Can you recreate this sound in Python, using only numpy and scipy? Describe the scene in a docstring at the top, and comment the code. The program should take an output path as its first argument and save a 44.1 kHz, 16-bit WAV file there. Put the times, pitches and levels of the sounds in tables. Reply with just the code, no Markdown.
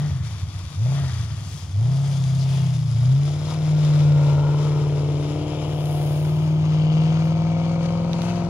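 """A grassy hillside: a V8 off-road racer blips its throttle twice, then pulls over a muddy rise and away.
The silencer booms at the firing rate and burbles on the overrun. As the tail pipes turn towards the
listener, the uneven cylinders bark through and gas rasps at the pipe mouths. Something loose rattles
at the last rev. Close by, wind swishes in long grass, with a few rustles and ticks at the microphone."""
import sys
import numpy as np
from scipy import signal
from scipy.fft import rfft, irfft, next_fast_len
from scipy.io import wavfile
from scipy.ndimage import uniform_filter1d, map_coordinates

SR = 44100
rng = np.random.default_rng(int(sys.argv[2]) if len(sys.argv) > 2 else 0)


def to_wav(s):
    """Save 16-bit WAV."""
    ch = np.atleast_2d(s).T  # columns
    pcm = np.round(np.clip(ch, -1, 1) * 32767)  # PCM
    wavfile.write(sys.argv[1], SR, pcm.astype(np.int16))


N = 374409
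TIME_S = np.arange(N) / SR
FFT_SIZE = next_fast_len(N + 8192)
FREQS_HZ = np.maximum(np.arange(FFT_SIZE // 2 + 1) * SR / FFT_SIZE, 1)
IDLE_HZ, PULL_START_S = 91.36, 1.69  # idle firing rate; the drive takes up
STANCES = [0, 1, 2]  # side-on, climbing, tail-on

# Engine in gear, eight firings a cycle: (time [s], firing rate [Hz])
IN_GEAR_HZ = [(2.09, 139.3), (2.25, 131.3), (2.58, 134.9), (2.96, 113.3), (3.2, 141.6), (3.55, 154.3),
              (4.34, 144.4), (4.65, 148.9), (5.04, 145.2), (5.5, 150.5), (6.11, 148.8), (6.44, 155.5),
              (6.8, 155.0), (7.05, 158.7), (8.07, 169.0), (8.2, 168.9), (8.3, 174.1), (8.49, 170.3)]
# Throttle blips: (press [s], lift [s], target firing rate [Hz], boom [dB], rev-up [s], run-down [s])
BLIPS = [(-.2, .06, 157, -17, .17, .19), (0.735, 1.011, 141, -16, .125, .26)]
# Car's stance to the listener: (time [s], stance [index, capped at 2 in use])
STANCE_PATH = [(0, 0.17), (3.05, 0), (3.4, 1.5), (6.1, 1.42), (7.2, 2), (8.49, 6)]
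# Cylinder pulses: (arrival in cycle [firing intervals], side-on [dB], climbing [dB], tail-on [dB])
CYLINDERS = [(0.551, 12, -1, -12), (1.659, -15, 4, -15.5), (2.562, 13.5, -11.5, 3), (3.618, 9, -5.5, -5),
             (4.598, 10.5, -0.5, -9.5), (5.639, -1, 5, -8.5), (6.778, -3.5, -10, -13.5),
             (7.599, 15.5, -2, 1)]
# Silencer boom while pulling: (time [s], relative level [dB])
BOOM_DB = [(1.8, -17), (2.17, -20.5), (2.29, -18.5), (2.62, -18.5), (2.86, -23), (3.12, -13), (3.38, -24.5),
           (3.52, -25), (3.72, -16.5), (4.1, -13.5), (4.8, -19.5), (5.13, -21), (5.48, -28.5), (5.86, -22),
           (6.98, -16), (7.4, -19.5), (8.49, -24)]
# Silencer response: (frequency [Hz], gain [dB])
SILENCER_COLOUR = [(30, -54.5), (55, -31), (72, -8), (92, 2), (110, -15.5), (140, -4), (170, -13),
                   (205, -32), (400, -50), (2000, -91)]
# Overrun and idle chugs: (time [s], relative level [dB])
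CHUGS = [(.16, -24), (.19, -33), (.27, -41.5), (.315, -34), (.36, -37), (.435, -24.5), (.485, -26),
         (.565, -24.5), (.635, -24.5), (.675, -29), (1.145, -41), (1.175, -36), (1.21, -22), (1.265, -27),
         (1.32, -34), (1.385, -27), (1.435, -30), (1.525, -33), (1.7, -31)]
# Rumble of the two uneven banks: (order [x cycle rate], side-on [dB], climbing [dB], tail-on [dB])
RUMBLE_ORDERS = [(3, -63.5, -46.5, -45), (4, -50.5, -51.5, -42.5), (5, -42, -36, -31.5),
                 (6, -35.5, -43, -38), (7, -38, -38.5, -33.5), (9, -45, -50, -54.5), (10, -23, -54.5, -45),
                 (11, -43.5, -60, -43.5), (12, -28, -49, -49), (13, -87, -60.5, -47.5)]
# Octave of the firing tone: (time [s], relative level [dB])
OCTAVE_DB = [(1, -50), (2.1, -54), (2.7, -65), (3.05, -46), (3.3, -51.5), (3.6, -41.5), (4.9, -40),
             (5.45, -30.5), (5.9, -42), (6.5, -38), (8.0, -43), (8.49, -36.5)]
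# Pipe bark: (time [s], relative level [dB])
BARK_DB = [(0, -41.5), (.9, -38.5), (1.9, -39), (2.29, -45), (2.57, -39), (2.83, -49.5), (3.3, -38.5),
           (4.28, -33), (5.56, -29.5), (6.03, -30.5), (6.55, -32.5), (8.0, -31), (8.49, -32)]
# Pipe response, one list per stance: (frequency [Hz], gain [dB])
PIPE_COLOURS = [
    [(150, -45), (220, 5), (300, 2), (390, -3.5), (490, -10.5), (670, 9), (850, -0.5), (1200, -3),
     (1600, -11), (2400, -20), (6000, -64)],
    [(150, -32.5), (240, -6), (330, 9), (450, -7), (600, 2.5), (720, 8), (860, -10.5), (1000, 1),
     (1120, -22.5), (1350, -7.5), (1600, -21), (2400, -17.5), (6000, -77)],
    [(150, -24), (225, 6), (285, -3), (340, 1), (440, -6.5), (530, 5.5), (620, 2), (670, 11), (730, 15),
     (800, -1.5), (930, 9.5), (1250, 8.5), (1700, -12.5), (2400, -37), (6000, -76.5)],
]
# Gas noise against pressure steps, per stance: (amplitude [ratio])
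GAS_RATIO = [.85, .36, .21]
# Snarl, the bark's upper band, per stance: (relative level [dB])
SNARL_DB = [-8.5, -19, -12]
# Snarl flares: (time [s], half length [s], gain [dB])
SNARL_FLARES = [(3.51, 0.042, 15.5), (4.6, 0.32, 5.5), (5.53, 0.025, 4)]
# Overtones the pipes favour: (order [x cycle rate], side-on [dB], climbing [dB], tail-on [dB])
PIPE_ORDERS = [(15, -67, -51.5, -54.5), (18, -79, -38, -50), (21, -73, -58.5, -55),
               (23, -56.5, -42.5, -71.5), (24, -80, -57, -57), (25, -79, -51.5, -51.5),
               (26, -61.5, -42.5, -47.5), (29, -75, -60, -69), (31, -60, -57.5, -59.5),
               (34, -63, -45.5, -51.5), (37, -71, -50, -56.5), (38, -70, -56, -60), (39, -58, -68, -56),
               (41, -60, -47.5, -66.5), (42, -58, -68, -57.5), (43, -65, -56.5, -62), (45, -74, -63, -52),
               (46, -67, -48, -54.5), (54, -59, -61, -62.5)]
# Hard pull up the rise: (frequency [Hz], gain [dB])
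SURGE_COLOUR = [(300, -26), (430, -5.5), (490, -3.5), (560, -1), (630, 12), (700, -33.5), (830, -11.5),
                (950, -8), (1150, -31), (1280, -2.5), (1420, 0.5), (1650, -34.5), (4000, -63)]
# Pipe resonances: (time [s], half length [s], centre [Hz], width per stage [Hz], level [dB])
BLOOMS = [(4.23, 0.2, 558, 130, -40.5), (4.85, 0.63, 430, 140, -41), (4.43, 0.3, 865, 220, -46),
          (4.68, .14, 1280, 190, -45), (4.7, 0.16, 765, 90, -52), (5.9, 0.26, 708, 50, -47),
          (6.45, 0.33, 335, 96, -53), (6.95, 0.24, 2930, 510, -46.5), (0.88, 0.041, 610, 180, -48),
          (8.28, 0.05, 750, 130, -46), (8.27, .07, 1530, 210, -51), (7.66, 0.45, 2256, 110, -55),
          (7.9, .2, 3020, 220, -55), (8.29, .09, 2610, 130, -55)]
# Singing overtones: (time [s], half length [s], order [x cycle rate], level [dB])
SINGING_ORDERS = [(5.98, .25, 38, -46.5), (6.2, 0.31, 32, -53), (6.25, .35, 19, -49.5), (6.9, .25, 24, -47),
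                  (7.55, 0.21, 34, -47), (7.85, .36, 26, -42.5), (7.95, .27, 24, -43),
                  (7.95, 0.23, 51, -55), (8.36, 0.17, 32, -44.5)]
# Gas rasp: (time [s], relative level [dB])
RASP_DB = [(2.2, -69), (3.2, -62), (4.3, -50), (5, -52), (5.6, -45), (6.2, -49.5), (6.9, -49.5), (7.6, -47),
           (8.49, -66)]
# Rasp spectrum: (frequency [Hz], gain [dB])
RASP_COLOUR = [(1000, -34), (1850, -12), (2300, -5.5), (2650, -5.5), (3050, -0.5), (3900, -12),
               (6000, -16.5), (12000, -56.5)]
# Rasp ring, climbing then tail-on: (centre [Hz], half width [Hz])
RASP_RINGS = [(2900, 1200), (2308, 66)]
# Echoes off banks and bushes: (delay [s], gain [dB])
ECHOES = [(.0022, -8.5), (.0047, -15), (0.0129, -13.5), (0.0215, -16), (.038, -15), (.055, -18)]
# Dips in the roar: (time [s], half length [s], centre [Hz], width [Hz], gain [dB])
ROAR_DIPS = [(4.87, 0.46, 687, 83, -6), (6.51, 0.25, 476, 130, -10.5), (6.37, 0.33, 700, 110, -4.5),
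             (7.45, 0.4, 450, 55, -7), (7.9, 0.41, 630, 52, -3.5)]
# Gas rush of each blip: (start [s], starting envelope [dB])
WHOOSHES = [(-.1, -42.5), (.92, -41)]
# Gas rush spectrum: (frequency [Hz], gain [dB])
WHOOSH_COLOUR = [(700, -21), (1150, -0.5), (1550, -6), (1950, 1), (2300, -21), (3200, -6), (8000, -42)]
# Modes of the loose part: (centre [Hz], width [Hz], relative level [dB])
RATTLE_MODES = [(2610, 79, -1), (3010, 110, 0), (3820, 120, -11), (6180, 170, -8)]
# Wind swells and lulls: (time [s], half length [s], gain [dB])
SWISHES = [(.07, 0.082, -0.5), (.215, 0.037, -5), (.255, 0.027, 4), (.33, 0.06, 1.5), (.465, .04, -4),
           (.96, 0.046, 3), (1.14, 0.15, 3), (3.0, .07, -0.5), (4.7, 0.033, 1), (5.1, .04, 1.5),
           (7.5, 0.071, 0.5), (1.48, 0.027, 0.5), (1.73, 0.14, -5), (2.18, 0.078, 2.5), (2.82, 0.074, -3.5),
           (2.53, 0.1, 2.5), (3.28, 0.027, 6), (3.51, 0.076, 5.5), (3.67, 0.038, 6), (3.83, 0.082, 5.5),
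           (3.97, 0.048, 4), (4.17, 0.2, 4.5), (4.62, 0.077, 4), (6.78, 0.099, 2.5), (7.13, 0.14, 4),
           (7.85, 0.3, 2), (8.28, 0.12, 4.5)]
# Grass hiss towards the bush: (frequency [Hz], gain [dB])
BUSH_COLOUR = [(200, -9), (500, 4), (800, 1.5), (1200, -5), (1600, -5), (2000, 0.5), (2600, -2), (3400, 6),
               (4100, 1), (5200, 4), (6800, 0), (8200, -8), (10000, -6.5), (12500, -16), (15500, -25)]
# Grass hiss towards the open slope: (frequency [Hz], gain [dB])
SLOPE_COLOUR = [(200, -12), (500, -13), (800, 3.5), (1200, 8), (1800, -1), (2300, 4.5), (3300, -2),
                (4100, 0), (5200, -3.5), (6800, -6.5), (8200, -18.5), (10000, -19), (12500, -29.5),
                (15500, -39)]
# Open air: (frequency [Hz], gain [dB])
AIR_COLOUR = [(20, 3.5), (45, -9), (100, 3.5), (250, 4), (600, -13), (1200, -4), (2000, -30.5),
              (5000, -46.5)]
# Bush reflection: (time [s], comb spacing [Hz])
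BUSH_COMB_HZ = [(0, 1135), (1.6, 1240)]
# Ground reflection: (time [s], comb spacing [Hz])
GROUND_COMB_HZ = [(1.6, 1590), (2.4, 1650), (4.2, 1816), (5.5, 1750), (7, 1600), (8.49, 1510)]
# Rustles: (time [s], rise [s], fall [s], level [dB], centre [Hz], half width [oct], left-right [dB])
RUSTLES = [(1.53, .12, 0.15, -46, 5440, 0.5, -2), (2.42, 0.028, 0.029, -43, 4870, 0.29, 2),
           (2.56, 0.15, 0.17, -45, 2800, 0.49, -3), (3.85, .04, 0.045, -44, 3700, 0.29, -2),
           (6.0, 0.25, 0.38, -51, 11300, 0.6, -5.5), (7.26, 0.024, .04, -65.5, 12800, .6, -17),
           (8.235, 0.015, 0.066, -52, 6500, 0.66, 2)]
# Ticks: (time [s], level [dB], ring [Hz], decay [s], grit [0-1], left-right [dB])
TICKS = [(5.857, -35, 3970, .0016, .9, 1), (8.1326, -20.5, 3750, .0006, .04, -29),
         (8.2192, -22.5, 3750, .0005, .07, -27)]
# Microphone panning with the car: (time [s], left lag [samples], open slope share [0-1])
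MIC_PAN = [(0, -2.5, 0.38), (1, -3.5, 0.39), (2.7, 1, 0.21), (4, 3, 0.79), (5.5, 3.5, 0.62), (6.9, 7, 1),
           (8.49, 3.5, 0.98)]
# Port balance: (frequency [Hz], left-right [dB])
PORT_BALANCE_DB = [(60, -1), (165, 1.7), (300, 4), (550, 6.5), (1000, 8), (1500, 3.5), (2300, 8),
                   (3300, 11.5), (5500, 11.5), (7500, 14), (9000, 0), (10000, -9.5), (12000, -2),
                   (15000, 2)]
# Left port's phase lead: (frequency [Hz], lead [rad])
PORT_LEAD_RAD = [(40, .08), (90, 0.13), (150, 0.39), (550, 0.25), (2000, .02)]
# Diffuse sound at the two ports: (frequency [Hz], coherence [0-1])
COHERENCE = [(100, .98), (1000, 0.68), (2500, 0.34), (5000, 0.75), (10000, 0.21)]


def engine(firing_hz, throttle, effort_db):
    """Firings locked to the crankshaft drive the silencer and pipes with pressure steps and gas puffs."""
    crank = np.cumsum(firing_hz) / SR  # counts firings
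    crank += (2.56 - np.interp(7.664, TIME_S, crank)) % len(CYLINDERS)  # cycle slot 2.56 at 7.664 s
    stance = np.clip(in_time(STANCE_PATH)[0], 0, 2)
    clicks = firings(crank, stance, spread_db=0.8, jitter_s=0.00007)
    puff_decay = np.exp(-1 / (0.0044 * SR))
    gas = signal.lfilter([1], [1, -puff_decay], clicks ** 0.4 + 1e-9)
    puffs = rms_one(gas * rng.standard_normal(N))
    steps = rms_one(clicks)
    drive = steps + np.interp(stance, STANCES, GAS_RATIO) * puffs
    low = silencer(crank, firing_hz, stance, throttle, effort_db) + firing_octave(crank, effort_db)
    bark_db = in_time(BARK_DB)[0] + effort_db
    overtones = throttle * pipe_overtones(crank, stance, bark_db)
    pipes = bark(drive, stance, bark_db) + surge(drive) + blooms(drive)
    roar = band_dips(overtones + hillside_echoes(pipes))
    return low + singing(crank) + roar + from_db(effort_db) * rasp(puffs + 0.3 * steps, stance)


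def driver(rev_up_s=0.17, pedal_down_s=0.06, pedal_up_s=0.044, idle_throttle=0.098, roar_lag_s=0.03):
    """Revs follow each press and coast to idle after a lift; low revs and a shut throttle cut the roar."""
    in_gear_hz = in_time(IN_GEAR_HZ)[0]
    gained_hz = (in_gear_hz - IDLE_HZ) * rise(PULL_START_S, rev_up_s)
    pedal = rise(PULL_START_S, pedal_down_s)
    for press_s, lift_s, top_hz, _, up_s, down_s in BLIPS:
        blip_hz = (top_hz - IDLE_HZ) * rise(press_s, up_s) * np.exp(-since(lift_s) / down_s)
        gained_hz = np.maximum(gained_hz, blip_hz)
        pedal = np.maximum(pedal, rise(press_s, pedal_down_s) * np.exp(-since(lift_s) / pedal_up_s))
    firing_hz = IDLE_HZ + gained_hz
    throttle = np.clip(idle_throttle + (1 - idle_throttle) * pedal, 0, 1)
    effort_db = 10 * np.minimum(np.log2(firing_hz / in_gear_hz), 0) - 9 * (1 - throttle)
    return firing_hz, throttle, np.interp(TIME_S - roar_lag_s, TIME_S, effort_db)


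def firings(crank, stance, spread_db, jitter_s, cycles=200):
    """One click per firing; each cylinder has its own delay and strength, and no two burns are equal."""
    clicks = np.zeros(N)
    for slot, *levels_db in CYLINDERS:
        timing, strength = rng.standard_normal((cycles, 2)).T
        due_s = np.interp(slot + 8 * np.arange(cycles), crank, TIME_S, left=-1, right=-1)
        at = ((due_s + jitter_s * timing) * SR).astype(int)
        heard = (at >= 0) & (at < N)
        at = at[heard]
        clicks[at] += from_db(np.interp(stance[at], STANCES, levels_db) + spread_db * strength[heard])
    return clicks


def silencer(crank, firing_hz, stance, throttle, effort_db, overrun_power=0.25):
    """Under load it passes the firing tone and nearby orders; on the overrun it chugs and burbles."""
    tone = np.sqrt(2) * np.cos(2 * np.pi * crank) * from_db(-0.7 + 0.24 * drift(25))
    boom = boom_level() * np.sqrt(overrun_power + (1 - overrun_power) * throttle) * tone
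    chugs = sum(from_db(db) * bell(at_s, half_s=0.0093) for at_s, db in CHUGS) * tone
    rumble = from_db(-0.85) * order_tones(RUMBLE_ORDERS, crank, stance, waver_db=2.0)
    rumble -= np.clip(1 - stance, 0, 1) * filtered(rumble, 1 - lowpass(165.8, order=30))
    pops = firings(crank, stance, spread_db=4.5, jitter_s=0.0023)
    burble = levelled(filtered(pops, causal(over_hz(SILENCER_COLOUR))))
    burble_gain = (1 - throttle) * from_db(-35 + 19.5 * np.log2(firing_hz / IDLE_HZ)) + from_db(-48.5)
    return boom + burble_gain * burble + chugs + throttle * from_db(effort_db) * rumble


def boom_level(fill_s=0.049, sag_db_per_s=17.5):
    """The silencer fills at each press; its boom sags after a blip and holds under load."""
    blips = [rise(press_s, fill_s) * from_db(db - sag_db_per_s * since(press_s))
             for press_s, _, _, db, *_ in BLIPS]
    pull = rise(PULL_START_S, fill_s) * from_db(in_time(BOOM_DB)[0])
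    return np.max(blips + [pull], axis=0)


def firing_octave(crank, effort_db):
    """A clean tone at twice the firing rate."""
    level_db = in_time(OCTAVE_DB)[0] + effort_db + 0.55 * drift(4.6)
    return np.sqrt(2) * from_db(level_db) * np.sin(4 * np.pi * crank)


def bark(drive, stance, level_db, body_db=-5.5, split_hz=710):
    """Pressure steps ring the pipes; the snarl above the split depends on how the pipes face."""
    voice = sum(np.clip(1 - np.abs(stance - k), 0, 1) * levelled(filtered(drive, causal(over_hz(pipe))))
                for k, pipe in enumerate(PIPE_COLOURS))
    body = filtered(voice, lowpass(split_hz, order=8))
    snarl_db = np.interp(stance, STANCES, SNARL_DB) + swells_db(SNARL_FLARES) - 3
    snarl = from_db(snarl_db) * levelled(voice - body)
    return from_db(level_db) * (from_db(body_db) * levelled(body) + snarl)


def pipe_overtones(crank, stance, bark_db):
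    """Orders singled out by the pipes swell with the bark."""
    gain = np.clip(from_db(bark_db + 32 + 10 * np.clip(1 - stance, 0, 1)), 0, 1)
    return gain * order_tones(PIPE_ORDERS, crank, stance, waver_db=1.2)


def surge(drive, peak_s=4.4, peak_db=-41, rise_db_per_s=18.5, fall_db_per_s=40):
    """The hard pull up the rise swells and fades with a hollow colour."""
    level_db = peak_db - rise_db_per_s * np.maximum(peak_s - TIME_S, 0) - fall_db_per_s * since(peak_s)
    return from_db(level_db) * levelled(filtered(drive, causal(over_hz(SURGE_COLOUR))))


def blooms(drive):
    """Single pipe resonances swell and fade as the car pitches and turns."""
    return sum(from_db(db) * bell(at_s, half_s) * levelled(filtered(drive, resonance(hz, width_hz) ** 2))
               for at_s, half_s, hz, width_hz, db in BLOOMS)


def singing(crank):
    """Single overtones sing out at set times, as if passing through a pipe resonance."""
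    return sum(from_db(db) * bell(at_s, half_s) * order_tone(order, crank)
               for at_s, half_s, order, db in SINGING_ORDERS)


def rasp(drive, stance, ring_db=13.5):
    """Gas tears at the pipe mouths; its ring sinks as the car turns away."""
    colours_db = [over_hz(RASP_COLOUR) + ring_db * hump(*ring) for ring in RASP_RINGS]
    climbing, tail_on = [levelled(filtered(drive, causal(db))) for db in colours_db]
    away = np.clip(stance - 1, 0, 1) ** 2
    return from_db(in_time(RASP_DB)[0]) * ((1 - away) * climbing + away * tail_on)


def hillside_echoes(x):
    """Weak echoes off the slopes fill the gaps between firings."""
    return x + sum(from_db(db) * np.interp(TIME_S - delay_s, TIME_S, x, left=0) for delay_s, db in ECHOES)


def band_dips(roar):
    """Narrow bands of the roar sink and come back."""
    for at_s, half_s, hz, width_hz, db in ROAR_DIPS:
        band = filtered(roar, 1 / (1 + (2 * (FREQS_HZ - hz) / width_hz) ** 4))
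        roar = roar - (1 - from_db(db * bell(at_s, half_s))) * band
    return roar


def whoosh(rise_s=0.039, fall_db_per_s=33):
    """Gas rushes as the free engine nears the top of a blip, then dies away."""
    level = sum(rise(at_s, rise_s) * from_db(db - fall_db_per_s * since(at_s)) for at_s, db in WHOOSHES)
    return level * rms_one(filtered(rng.standard_normal(N), from_db(over_hz(WHOOSH_COLOUR))))


def rattle(at_s=8.3, half_s=0.095, level_db=-46.5, knocks_per_s=260, spread_db=5):
    """Something loose chatters as the car jolts: uneven knocks into a few bright modes."""
    knocks = rng.random(N) < knocks_per_s / SR
    rings = np.zeros(N)
    for hz, width_hz, db in RATTLE_MODES:
        strikes = knocks * from_db(spread_db * rng.standard_normal(N))
        rings += from_db(db) * rms_one(filtered(strikes, resonance(hz, width_hz)))
    return from_db(level_db) * bell(at_s, half_s) * rms_one(rings)


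def grass(base_db=-44.5, fade_db_per_s=0.11):
    """Blades brush each other in a breeze that swells, lulls and slowly drops."""
    slope_share = np.clip(in_time(MIC_PAN)[1], 0, 1)
    bush = np.sqrt(1 - slope_share) * diffuse(over_hz(BUSH_COLOUR), grain_db=2.0)
    slope = np.sqrt(slope_share) * diffuse(over_hz(SLOPE_COLOUR), grain_db=2.0)
    wind_db = base_db - fade_db_per_s * TIME_S + swells_db(SWISHES)
    waver_db = 0.45 * drift(9) + 1.03 * drift(40)
    return from_db(wind_db + waver_db) * near_reflections(bush + slope)


def near_reflections(hiss, bush_db=-13, ground_db=-14, above_hz=2800):
    """A reflection off the bush, then the ground, combs the treble; the bands shift with the pan."""
    treble = filtered(hiss, 1 - lowpass(above_hz, order=8))
    passed = rise(0.9, length_s=0.3)
    paths = (BUSH_COMB_HZ, (1 - passed) * from_db(bush_db)), (GROUND_COMB_HZ, passed * from_db(ground_db))
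    for comb_hz, gain in paths:
        earlier = np.arange(N) - SR / in_time(comb_hz)[0]
        hiss = hiss + gain * np.array([map_coordinates(side, [earlier], order=2) for side in treble])
    return hiss


def open_air(level_db=-50):
    """The soft, low rush of open air."""
    return from_db(level_db) * diffuse(over_hz(AIR_COLOUR), grain_db=0.0)


def rustles():
    """Short swells of grainy noise at the microphone."""
    out = np.zeros((2, N))
    grains = diffuse(np.zeros_like(FREQS_HZ), grain_db=2.0)
    for at_s, rise_s, fall_s, db, hz, octaves, left_db in RUSTLES:
        band = rms_one(filtered(grains, 1 / (1 + (np.log2(FREQS_HZ / hz) / octaves) ** 2)))
        envelope = bell(at_s, np.where(TIME_S < at_s, rise_s, fall_s))
        out += panned(from_db(db) * envelope * band, left_db)
    return out


def ticks(upper_hz=6060, upper_db=-7.5):
    """Dry ticks at the microphone: two fast-dying modes plus grit."""
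    out = np.zeros((2, N))
    age_s = TIME_S[:SR // 20]
    upper = from_db(upper_db) * np.sin(2 * np.pi * upper_hz * age_s)
    for at_s, db, hz, decay_s, grit, left_db in TICKS:
        tick = np.sin(2 * np.pi * hz * age_s) - upper + grit * rng.standard_normal(len(age_s))
        start = int(at_s * SR)
        out[:, start:start + len(tick)] += panned(from_db(db) * tick * np.exp(-age_s / decay_s), left_db)
    return out


def order_tones(table, crank, stance, waver_db):
    """Wavering multiples of the cycle rate, weighted by stance."""
    return sum(from_db(np.interp(stance, STANCES, levels_db) + waver_db * drift(11))
               * order_tone(order, crank) for order, *levels_db in table)


def order_tone(order, crank):
    """One multiple of the cycle rate, phased by the climbing cylinder pattern; rms 1."""
    slots, _, climbing_db, _ = np.transpose(CYLINDERS)
    step_rad = 2 * np.pi * round(order) / len(CYLINDERS)
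    phase_rad = np.angle(np.sum(from_db(climbing_db) * np.exp(-1j * step_rad * slots)))
    return np.sqrt(2) * np.cos(step_rad * crank + phase_rad)


def diffuse(colour_db, grain_db):
    """Stereo noise of 32-sample grains, less alike in the treble; rms 1."""
    sizes = np.minimum(rng.exponential(1, N // 32 + 1), 6)
    mid, side = rng.standard_normal((2, N)) * from_db(grain_db * np.repeat(sizes, 32)[:N])
    alike = np.clip(over_hz(COHERENCE), 0, 1)
    mid = filtered(mid, from_db(colour_db) * np.sqrt(1 + alike))
    side = filtered(side, from_db(colour_db) * np.sqrt(1 - alike))
    return rms_one(np.array([mid + side, mid - side]))


def from_db(db):
    return np.exp(np.asarray(db) * (np.log(10) / 20))


def rms_one(x):
    return x / np.sqrt(np.mean(x ** 2) + 1e-20)


def levelled(x):
    """Even out the slow level, keeping the pulses."""
    power = uniform_filter1d(uniform_filter1d(x ** 2, SR // 8), SR // 8)
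    return x / np.sqrt(np.abs(power) + 1e-16)


def panned(x, left_db):
    return x * from_db([[left_db / 2], [-left_db / 2]])


def in_time(rows):
    """Each value column at every sample."""
    times_s, *columns = np.transpose(rows)
    return [np.interp(TIME_S, times_s, column) for column in columns]


def since(start_s):
    return np.maximum(TIME_S - start_s, 0)


def rise(start_s, length_s):
    """S-shaped step from 0 to 1."""
    return 1 - np.exp(-np.minimum((since(start_s) / length_s) ** 2, 40))


def bell(at_s, half_s):
    return np.exp(-np.minimum(((TIME_S - at_s) / half_s) ** 2, 20))


def swells_db(rows):
    return sum(db * bell(at_s, half_s) for at_s, half_s, db in rows)


def drift(rate_hz):
    """Slow random wander; rms 1."""
    knots = rng.standard_normal(4096)
    return rms_one(np.interp(TIME_S * rate_hz, np.arange(len(knots)), knots))


def over_hz(points):
    """A table at every FFT bin, joined on a log axis."""
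    hz, value = np.transpose(points)
    return np.interp(np.log(FREQS_HZ), np.log(hz), value)


def filtered(x, response):
    return irfft(rfft(x, FFT_SIZE) * response, FFT_SIZE)[..., :N]


def causal(gain_db):
    """Minimum-phase response: rings only after it is struck."""
    cepstrum = irfft(np.log(from_db(gain_db)), FFT_SIZE)
    cepstrum[1:FFT_SIZE // 2] *= 2
    cepstrum[FFT_SIZE // 2 + 1:] = 0
    return np.exp(rfft(cepstrum))


def lowpass(edge_hz, order):
    return 1 / (1 + (FREQS_HZ / edge_hz) ** order)


def hump(hz, half_width_hz):
    return 1 / (1 + ((FREQS_HZ - hz) / half_width_hz) ** 2)


def resonance(hz, width_hz):
    return 1 / (1 + 1j * hz / width_hz * (FREQS_HZ / hz - hz / FREQS_HZ))


def scene():
    """The car in mono over stereo grass, air and close noises."""
    firing_hz, throttle, effort_db = driver()
    car = engine(firing_hz, throttle, effort_db) + whoosh() + rattle()
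    return car + grass() + open_air() + rustles() + ticks()


def record(dry, port_hz=9900, port_db=4.5, cutoff_hz=15700):
    """Two microphone ports differ in timing and balance and share a high resonance; the top is cut."""
    balance = from_db(over_hz(PORT_BALANCE_DB))
    right_response = from_db(port_db * hump(port_hz, half_width_hz=600)) * 2 / (1 + balance)
    left_response = right_response * balance * np.exp(1j * over_hz(PORT_LEAD_RAD))
    left, right = filtered(dry, np.array([left_response, right_response]))
    lag_samples = in_time(MIC_PAN)[0]
    left = map_coordinates(left, [np.arange(N) - lag_samples], order=3, mode="nearest")
    return signal.sosfilt(signal.ellip(14, 0.2, 80, cutoff_hz, fs=SR, output="sos"), [left, right])


dry = scene()
out = record(dry)
to_wav(out)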